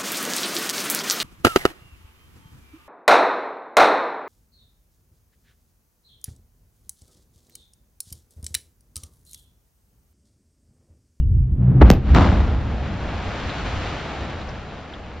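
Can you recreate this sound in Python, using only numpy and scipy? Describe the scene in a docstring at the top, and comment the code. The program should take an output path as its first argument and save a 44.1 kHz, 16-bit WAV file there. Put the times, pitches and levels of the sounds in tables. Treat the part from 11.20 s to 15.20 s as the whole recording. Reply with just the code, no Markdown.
"""Quarry blast across a flooded pit

The ground rumbles and drones first, under a faint whistle. Then the air waves arrive: a ragged crack
of dense snaps, a sharp shock with echoes, and a long crackling report, with pops and heavy thuds of air.
Broken rock pours down in a rush of knocks and grit that swells and fades, and a few stones clack.
Noise is filtered and shaped for ground, rock, wind on the microphone and open air; tones are sines."""
import sys
import numpy as np
from scipy import signal
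from scipy.fft import rfft, irfft
from scipy.io import wavfile
from scipy.ndimage import uniform_filter1d

SR = 44100
rng = np.random.default_rng(int(sys.argv[2]) if len(sys.argv) > 2 else 0)


def wrap_up_sound(samples):
    """Save the sound to the file named by the first command line argument, as 16-bit audio."""
    columns = np.atleast_2d(samples).T
    # keep every value between -1 and 1, then stretch to whole-number steps
    tamed = np.clip(columns, -1, 1)
    steps = np.round(tamed * 32767).astype(np.int16)
    wavfile.write(sys.argv[1], SR, steps)


N = 176400
T, HZ = np.arange(N) / SR, np.fft.rfftfreq(N, 1 / SR)  # seconds, Hz


def amp(db):
    """Decibels to gain."""
    return 10 ** (np.asarray(db) / 20)


def unit(x):
    """Scales to rms 1."""
    return x / np.sqrt(np.mean(x ** 2) + 1e-20)


def read(points, hz=HZ):
    """Reads a spectrum table on a log-frequency axis."""
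    f, value = np.transpose(points)
    return np.interp(np.log(hz + 1), np.log(f + 1), value)


def level(rows, axis=1):
    """Gain over time from a column of dB."""
    rows = np.array(rows)
    return amp(np.interp(T, rows[:, 0], rows[:, axis]))


def slow(hz):
    """Smooth random drift of rms 1, slower than about the given rate."""
    return unit(irfft(rfft(rng.standard_normal(N)) * np.exp(-(HZ / hz) ** 2), N))


def sine(pitch_hz):
    """Sine of rms 1 that follows a pitch over time."""
    return np.sqrt(2) * np.sin(2 * np.pi * np.cumsum(pitch_hz) / SR)


def colour(x, points):
    """Causal minimum-phase filter with the given spectrum."""
    log_gain = np.log(amp(read(points, abs(np.fft.fftfreq(N, 1 / SR)))))
    response = np.exp(np.conj(signal.hilbert(log_gain)))[:len(HZ)]
    return irfft(rfft(x) * response, N)


def dull(x, hz):
    """Gentle low-pass without delay."""
    return irfft(rfft(x) / (1 + (HZ / hz) ** 2), N)


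def stereo(pair):
    """Turns a direct and a scattered signal into left and right at the microphone."""
    # Spread of the scattered sound. Each row: frequency in Hz, gain of the side signal in dB.
    width = [(60, -23.5), (160, -13.5), (270, -20), (440, -11), (1200, -11), (2000, -19), (3300, -7),
             (5400, -9), (8500, 10), (14000, -2.5)]
    # Lean of the picture. Each row: frequency in Hz, left minus right in dB.
    lean_db = [(100, 0), (270, 1), (450, 0.5), (1200, 2), (2000, 0.4), (3300, -0.5), (5400, 1), (8000, -1),
               (14000, -4)]
    mid, side = rfft(pair)
    side = side * amp(read(width))
    lean = amp(read(lean_db) / 2)
    return irfft(np.array([(mid + side) * lean, (mid - side) / lean]), N)


def rolling(points, evenness):
    """Low noise whose swells are partly evened out, so that it rolls on without holes."""
    z = signal.hilbert(colour(rng.standard_normal((2, N)), points))
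    swell = uniform_filter1d(abs(z) ** 2, size=1200, axis=1) + 1e-14  # power over 27 ms
    return unit(stereo(z.real / swell ** (evenness / 2)))


def clicks(per_s, spread_db):
    """Two random trains of clicks, most small and a few large."""
    size = amp(spread_db * np.minimum(rng.exponential(1, (2, N)), 4))
    sign = rng.choice([-1, 1], (2, N))
    present = rng.random((2, N)) < per_s / SR
    return unit(size * sign * present)


def burst(event, spectrum):
    """Venting gas: a dense volley of snaps that rises fast, holds and dies, the treble at its own rate."""
    start_s, db, rise_s, hold_s, body_t60_s, treble_t60_s = event
    snaps = clicks(per_s=3000, spread_db=3.5) * amp(1.2 * slow(hz=60))  # flutter of 1.2 dB rms
    snaps = snaps / colour(snaps, spectrum).std()
    body = dull(snaps, hz=1690)
    treble = snaps - body
    age = np.maximum(T - start_s - rise_s - hold_s, 0)
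    volley = body * amp(-60 * age / body_t60_s) + treble * amp(-60 * age / treble_t60_s)
    rise = np.clip((T - start_s) / rise_s, 0, 1)
    return amp(db) * stereo(colour(rise * volley, spectrum))


def ground():
    """Rumble, a drone of two wavering modes and the roar of heaving rock; a fade begins at 1.7 s."""
    # Deep rumble of the ground and the blast. Each row: time in seconds, level in dB.
    rumble = [(0.0, -13), (0.024, -17.5), (.09, -17), (0.155, -13.5), (0.23, -16.5), (0.28, -27),
              (0.33, -15), (0.376, -24), (0.43, -17.5), (0.446, -26.5), (0.49, -19), (0.526, -21),
              (0.586, -23), (0.63, -5), (.7, -14.5), (0.782, -26), (0.83, -25.5), (0.916, -12.5),
              (.96, -10.5), (1.02, -17), (1.15, -17.5), (1.38, -20.5), (1.534, -24), (1.8, -36.5)]
    # Spectrum of the rumble. Each row: frequency in Hz, gain in dB.
    rumble_colour = [(15, -42), (30, -14), (45, -6.5), (63, -1), (85, -5.5), (115, -14), (200, -31),
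                     (400, -45.5), (900, -90.5)]
    # Low roar of heaving rock. Each row: time in seconds, level in dB.
    heave = [(0.0, -37.5), (0.094, -45), (0.154, -42), (0.34, -39.5), (.41, -28), (0.47, -31.5),
             (.53, -20.5), (.575, -25.5), (.62, -17), (0.686, -19), (0.71, -21), (0.792, -34),
             (0.94, -24.5), (0.962, -16), (1.432, -38.5), (1.488, -33), (1.628, -38.5), (1.8, -33)]
    # Spectrum of the roar. Each row: frequency in Hz, gain in dB.
    heave_colour = [(80, -42.5), (140, -1.5), (185, -0.5), (260, -5), (350, -12.5), (500, -24),
                    (1000, -44.5), (2500, -88)]
    # Drone of the shaking ground. Each row: time in seconds, lower mode in dB, upper mode in dB.
    drone = [(0, -25.5, -42), (.08, -43, -45), (.16, -23, -35.5), (.27, -24.5, -44.5), (.37, -33, -36.5),
             (.405, -18.5, -29.5), (.5, -12, -22), (.532, -30, -27.5), (.562, -10, -30), (.61, -17, -19.5),
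             (.68, -31, -25), (.71, -19.5, -12), (.745, -30, -33.5), (.8, -25, -53), (.9, -48.5, -46.5)]
    lower_hz, upper_hz, waver = 129.6, 183.9, 0.026  # waver: rms fraction of the pitch
    low = level(rumble) * rolling(rumble_colour, evenness=0.7)
    low = low + level(heave) * rolling(heave_colour, evenness=0.58)
    lower = sine(lower_hz * (1 + waver * slow(hz=30.6)))
    upper = sine(upper_hz * (1 + waver * slow(hz=30.6)))
    fade = amp(-45 * np.maximum(T - 1.7, 0))  # 45 dB per second
    return fade * (low + level(drone) * lower + level(drone, axis=2) * upper)


def whistle():
    """A thin wavering sine slides mostly downward under the first rumble."""
    # Faint falling whistle. Each row: time in seconds, pitch in Hz, level in dB.
    glide = [(0, 3400, -80), (.012, 3000, -72), (.02, 2840, -65), (.03, 2840, -64), (.04, 2860, -79),
             (.06, 2880, -79), (.08, 3000, -95), (.125, 3020, -75), (.14, 2820, -87), (0.181, 2720, -78),
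             (.2, 2600, -85), (.22, 2540, -76), (.243, 2350, -72), (.26, 2320, -87)]
    s, hz, _ = np.transpose(glide)
    pitch = np.interp(T, s, hz) * (1 + 0.02 * slow(hz=200))  # waver of 2 % rms
    return level(glide, axis=2) * (T < s[-1]) * sine(pitch)


def open_air():
    """Faint steady noise of the open air around the microphone."""
    # Spectrum of the air. Each row: frequency in Hz, gain in dB.
    air_colour = [(100, -8.5), (1000, -1.5), (3000, 1.5), (6000, -25.5), (14000, -37.5)]
    return amp(-73) * unit(stereo(colour(rng.standard_normal((2, N)), air_colour)))


def rockfall():
    """Thousands of stones knock together over a wash of grit, the treble with a level of its own."""
    # Rush of breaking and falling rock. Each row: time in seconds, level in dB, extra treble level in dB.
    rush_levels = [(0, -72, -1), (.2, -60, -12), (.35, -55.5, -30.5), (.42, -40.5, -50), (.6, -35.5, -37),
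                   (.64, -18.5, -22.5), (.72, -28.5, 1.5), (.81, -42, -3.5), (.89, -31, -2.5),
                   (1.1, -31, 0), (1.35, -32.5, -4.5), (1.8, -31.5, -1.5), (2.2, -30.5, 3.5),
                   (2.62, -31, 5.5), (3, -32, 1.5), (3.4, -36, 0), (4, -39.5, -0.5)]
    # Spectrum of the rush. Each row: frequency in Hz, gain in dB.
    rush_colour = [(70, -20.5), (130, 1.5), (220, 0), (380, -6), (480, -5), (750, -4.5), (1000, -9.5),
                   (1300, -9), (2000, -13.5), (2800, -16.5), (4000, -22), (5500, -30), (7100, -37.5),
                   (8100, -50.5), (8800, -73), (11000, -59.5), (15000, -90)]
    grit = 0.82 * rng.standard_normal((2, N))  # rms relative to the knocks
    knocks = clicks(per_s=3000, spread_db=2.0)
    rush = unit(stereo(colour(knocks + grit, rush_colour)))
    rush = rush * amp(0.46 * slow(hz=25.3))  # flutter of 0.46 dB rms
    body = dull(rush, hz=1500)
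    treble = rush - body
    return level(rush_levels) * (body + level(rush_levels, axis=2) * treble)


def crack():
    """The ragged crack: a short burst of venting gas."""
    # One burst: start in seconds, level in dB, rise in s, hold in s, body t60 in s, treble t60 in s.
    event = (.611, -6, .005, .008, .035, .04)
    # Spectrum of the crack. Each row: frequency in Hz, gain in dB.
    crack_colour = [(60, -28), (150, -2.5), (330, 12.5), (480, 0), (780, 5), (1100, -2), (1700, -5),
                    (2200, -14.5), (4000, -27.5), (6000, -42), (7800, -51), (9000, -64.5), (16000, -69.5)]
    return burst(event, crack_colour)


def thuds():
    """Air pushed out by the heaving rock: each thud swells within one cycle and dies over the next few."""
    # Heavy thuds. Each row: start in seconds, pitch in Hz, peak of the swell in dB.
    thud_rows = [(.6162, 372, -3.5), (0.624, 58.7, -2), (0.908, 64, -10), (1.005, 77.3, -6.5),
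                 (1.084, 101, -9.5), (1.188, 69, -13)]
    out = np.zeros(N)
    for s, hz, db in thud_rows:
        cycles = hz * np.maximum(T - s, 0)
        swell = (cycles * np.exp(1 - cycles)) ** 2
        out += amp(db) * swell * np.sin(2 * np.pi * cycles)
    return out


def pops():
    """Pockets of gas break out: a hard front and a brief scatter, duller from deeper in the rock."""
    # Pops in the crack and report. Each row: start in seconds, peak before colouring in dB, treble corner in Hz.
    pop_rows = [(0.6177, -4.5, 2140), (0.621, -6, 2800), (0.625, -15, 2400), (0.9493, 2.5, 5920),
                (.9615, -8, 2800), (0.9688, -10, 2010), (0.9733, -5.5, 1600), (1.0035, -20, 1830),
                (1.0155, -13, 1940), (1.0441, -9, 1500), (1.073, -18, 2400), (1.0891, -11.5, 1600),
                (1.099, -16, 2190), (1.1172, -16.5, 1800), (1.127, -17.5, 1500), (1.1585, -19, 1900),
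                (1.203, -32, 1300)]
    # Spectrum of the pops. Each row: frequency in Hz, gain in dB.
    pop_colour = [(100, -16.5), (300, -5.5), (800, -3.5), (1700, 3.5), (4000, -9), (6000, -16.5),
                  (7800, -18), (9000, -40), (16000, -53)]
    t60_s, scatter = 0.014, 0.077  # scatter: rms relative to the front
    out = np.zeros((2, N))
    for s, db, treble_hz in pop_rows:
        decay = amp(-60 * abs(T - s) / t60_s) * (T > s)
        pop = scatter * rng.standard_normal((2, N)) * decay
        pop[0, round(s * SR)] += 1
        pop = signal.lfilter(*signal.butter(2, treble_hz, fs=SR), pop)
        out += amp(db) * pop / abs(pop[0]).max()
    return stereo(colour(out, pop_colour))


def shocks():
    """Sharp swings of pressure; the first trails a thump whose cycles grow longer and longer."""
    # Shock fronts and their echoes. Each row: time in seconds, level of each half-swing in dB.
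    fronts = [(0.7025, 2.5), (0.7142, -13), (0.7366, -25), (0.947, -21)]
    # Spectrum of the fronts. Each row: frequency in Hz, gain in dB.
    shock_colour = [(100, -20.5), (500, -1), (2000, 7.5), (4000, 1), (6000, 1.5), (8300, -3),
                    (10500, -20.5), (13500, -2), (15500, -24)]
    swing_s = 0.00011  # from the downward pulse to the upward one
    train = np.zeros(N)
    for s, db in fronts:
        train[round(s * SR)] -= amp(db)
        train[round((s + swing_s) * SR)] += amp(db)
    single_pulse = colour(1. * (T == 0), shock_colour)
    sharp = colour(train, shock_colour) / abs(single_pulse).max()
    thump_db, thump_t60_s, first_period_s, stretch = -1, 0.14, 0.000838, 0.72
    age = np.maximum(T - fronts[0][0], 0)
    turns = np.log1p(stretch * age / first_period_s) / stretch
    thump = amp(thump_db - 60 * age / thump_t60_s) * np.sin(2 * np.pi * turns)
    return sharp + thump


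def from_left(x):
    """The wave reaches the right side of the microphone a moment after the left."""
    lag_s = 0.00002
    right = irfft(rfft(x) * np.exp(-2j * np.pi * HZ * lag_s), N)
    return np.array([x, right])


def walls(x):
    """Scattered echoes from the rock faces: sparse random reflections that die at a rate set by pitch."""
    # Ring of the quarry walls. Each row: frequency in Hz, time to fall 60 dB in seconds.
    echo_t60 = [(100, 0.51), (1000, 0.22), (5000, 0.028), (14000, 0.2)]
    present = rng.random((2, SR)) < 3000 / SR  # reflections per second
    taps = rng.standard_normal((2, SR)) * present * (T[:SR] > 0.0078)  # none before 7.8 ms
    hz, t, z = signal.stft(taps, SR, nperseg=256)
    decay = amp(-60 * t / read(echo_t60, hz)[:, None])
    tail = signal.istft(z * decay, SR, nperseg=256)[1]
    tail = tail / np.linalg.norm(tail[0])
    return stereo(signal.fftconvolve(x[None], tail, axes=1)[:, :N])


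def report():
    """The long crackling report: a burst of venting gas that dies slowly."""
    # One burst: start in seconds, level in dB, rise in s, hold in s, body t60 in s, treble t60 in s.
    event = (.9425, -15.5, .004, .045, .88, .88)
    # Spectrum of the report. Each row: frequency in Hz, gain in dB.
    report_colour = [(60, -22.5), (150, -3.5), (260, 9), (400, 0), (700, 1.5), (1300, -4.5), (1700, -12.5),
                     (2200, -15), (4000, -20.5), (6000, -31), (7800, -42.5), (9000, -72.5), (16000, -78)]
    return burst(event, report_colour)


def wind():
    """Low buffets of noise on the microphone, faded in from 1.5 s."""
    # Buffets of wind. Each row: time in seconds, level before the fade-in in dB.
    buffets = [(1.6, -21), (1.8, -28), (1.85, -24.5), (1.9, -28), (2.03, -31), (2.09, -24.5), (2.19, -36),
               (2.26, -28), (2.38, -35), (2.46, -25), (2.52, -33.5), (2.56, -25), (2.63, -29.5), (2.8, -37),
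               (2.96, -39), (3.01, -29), (3.07, -37), (3.3, -32.5), (3.46, -40), (3.8, -40), (4, -36.5)]
    # Spectrum of the wind. Each row: frequency in Hz, gain in dB.
    wind_colour = [(15, -12), (30, -15.5), (56, -1), (90, -2.5), (130, -14.5), (220, -32), (500, -46),
                   (1000, -97)]
    fade_in = np.clip((T - 1.5) / 0.46, 0, 1)
    return level(buffets) * fade_in * rolling(wind_colour, evenness=0.4)


def clacks():
    """Stone on stone: a short dry ring of noise in one broad band."""
    # Single stones in the fading rush. Each row: start in seconds, peak before the stereo spread in dB, pitch in Hz.
    clack_rows = [(2.3, -31, 3780), (3.2148, -39, 3820), (3.289, -40, 5300), (3.7364, -35.5, 3300)]
    t60_s, width_octaves = 0.043, 0.18
    out = np.zeros((2, N))
    for s, db, hz in clack_rows:
        band = np.exp(-(np.log2((HZ + 1) / hz) / width_octaves) ** 2)
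        rattle = rng.standard_normal((2, N)) * amp(-60 * abs(T - s) / t60_s) * (T > s)
        ring = irfft(rfft(rattle) * band, N)
        out += amp(db) * ring / abs(ring).max()
    return stereo(out)


def scene():
    """Blast, rockfall, wind and open air together."""
    shock = shocks()
    echoes = amp(-14.5) * walls(dull(shock, hz=8000))
    blast = crack() + thuds() + pops() + from_left(shock) + echoes + report()
    return ground() + whistle() + open_air() + rockfall() + blast + wind() + clacks()


def record(dry):
    """The loudest peaks are rounded off below a ceiling; then a low-pass limits the band."""
    ceiling, knee, edge_hz = 0.9, 6.0, 15600  # a higher knee rounds more abruptly
    squashed = dry / (1 + abs(dry / ceiling) ** knee) ** (1 / knee)
    band_limit = signal.firwin(511, edge_hz, window=("kaiser", 9), fs=SR)
    return signal.oaconvolve(squashed, band_limit[None], "same")


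dry = scene()
out = record(dry)
wrap_up_sound(out)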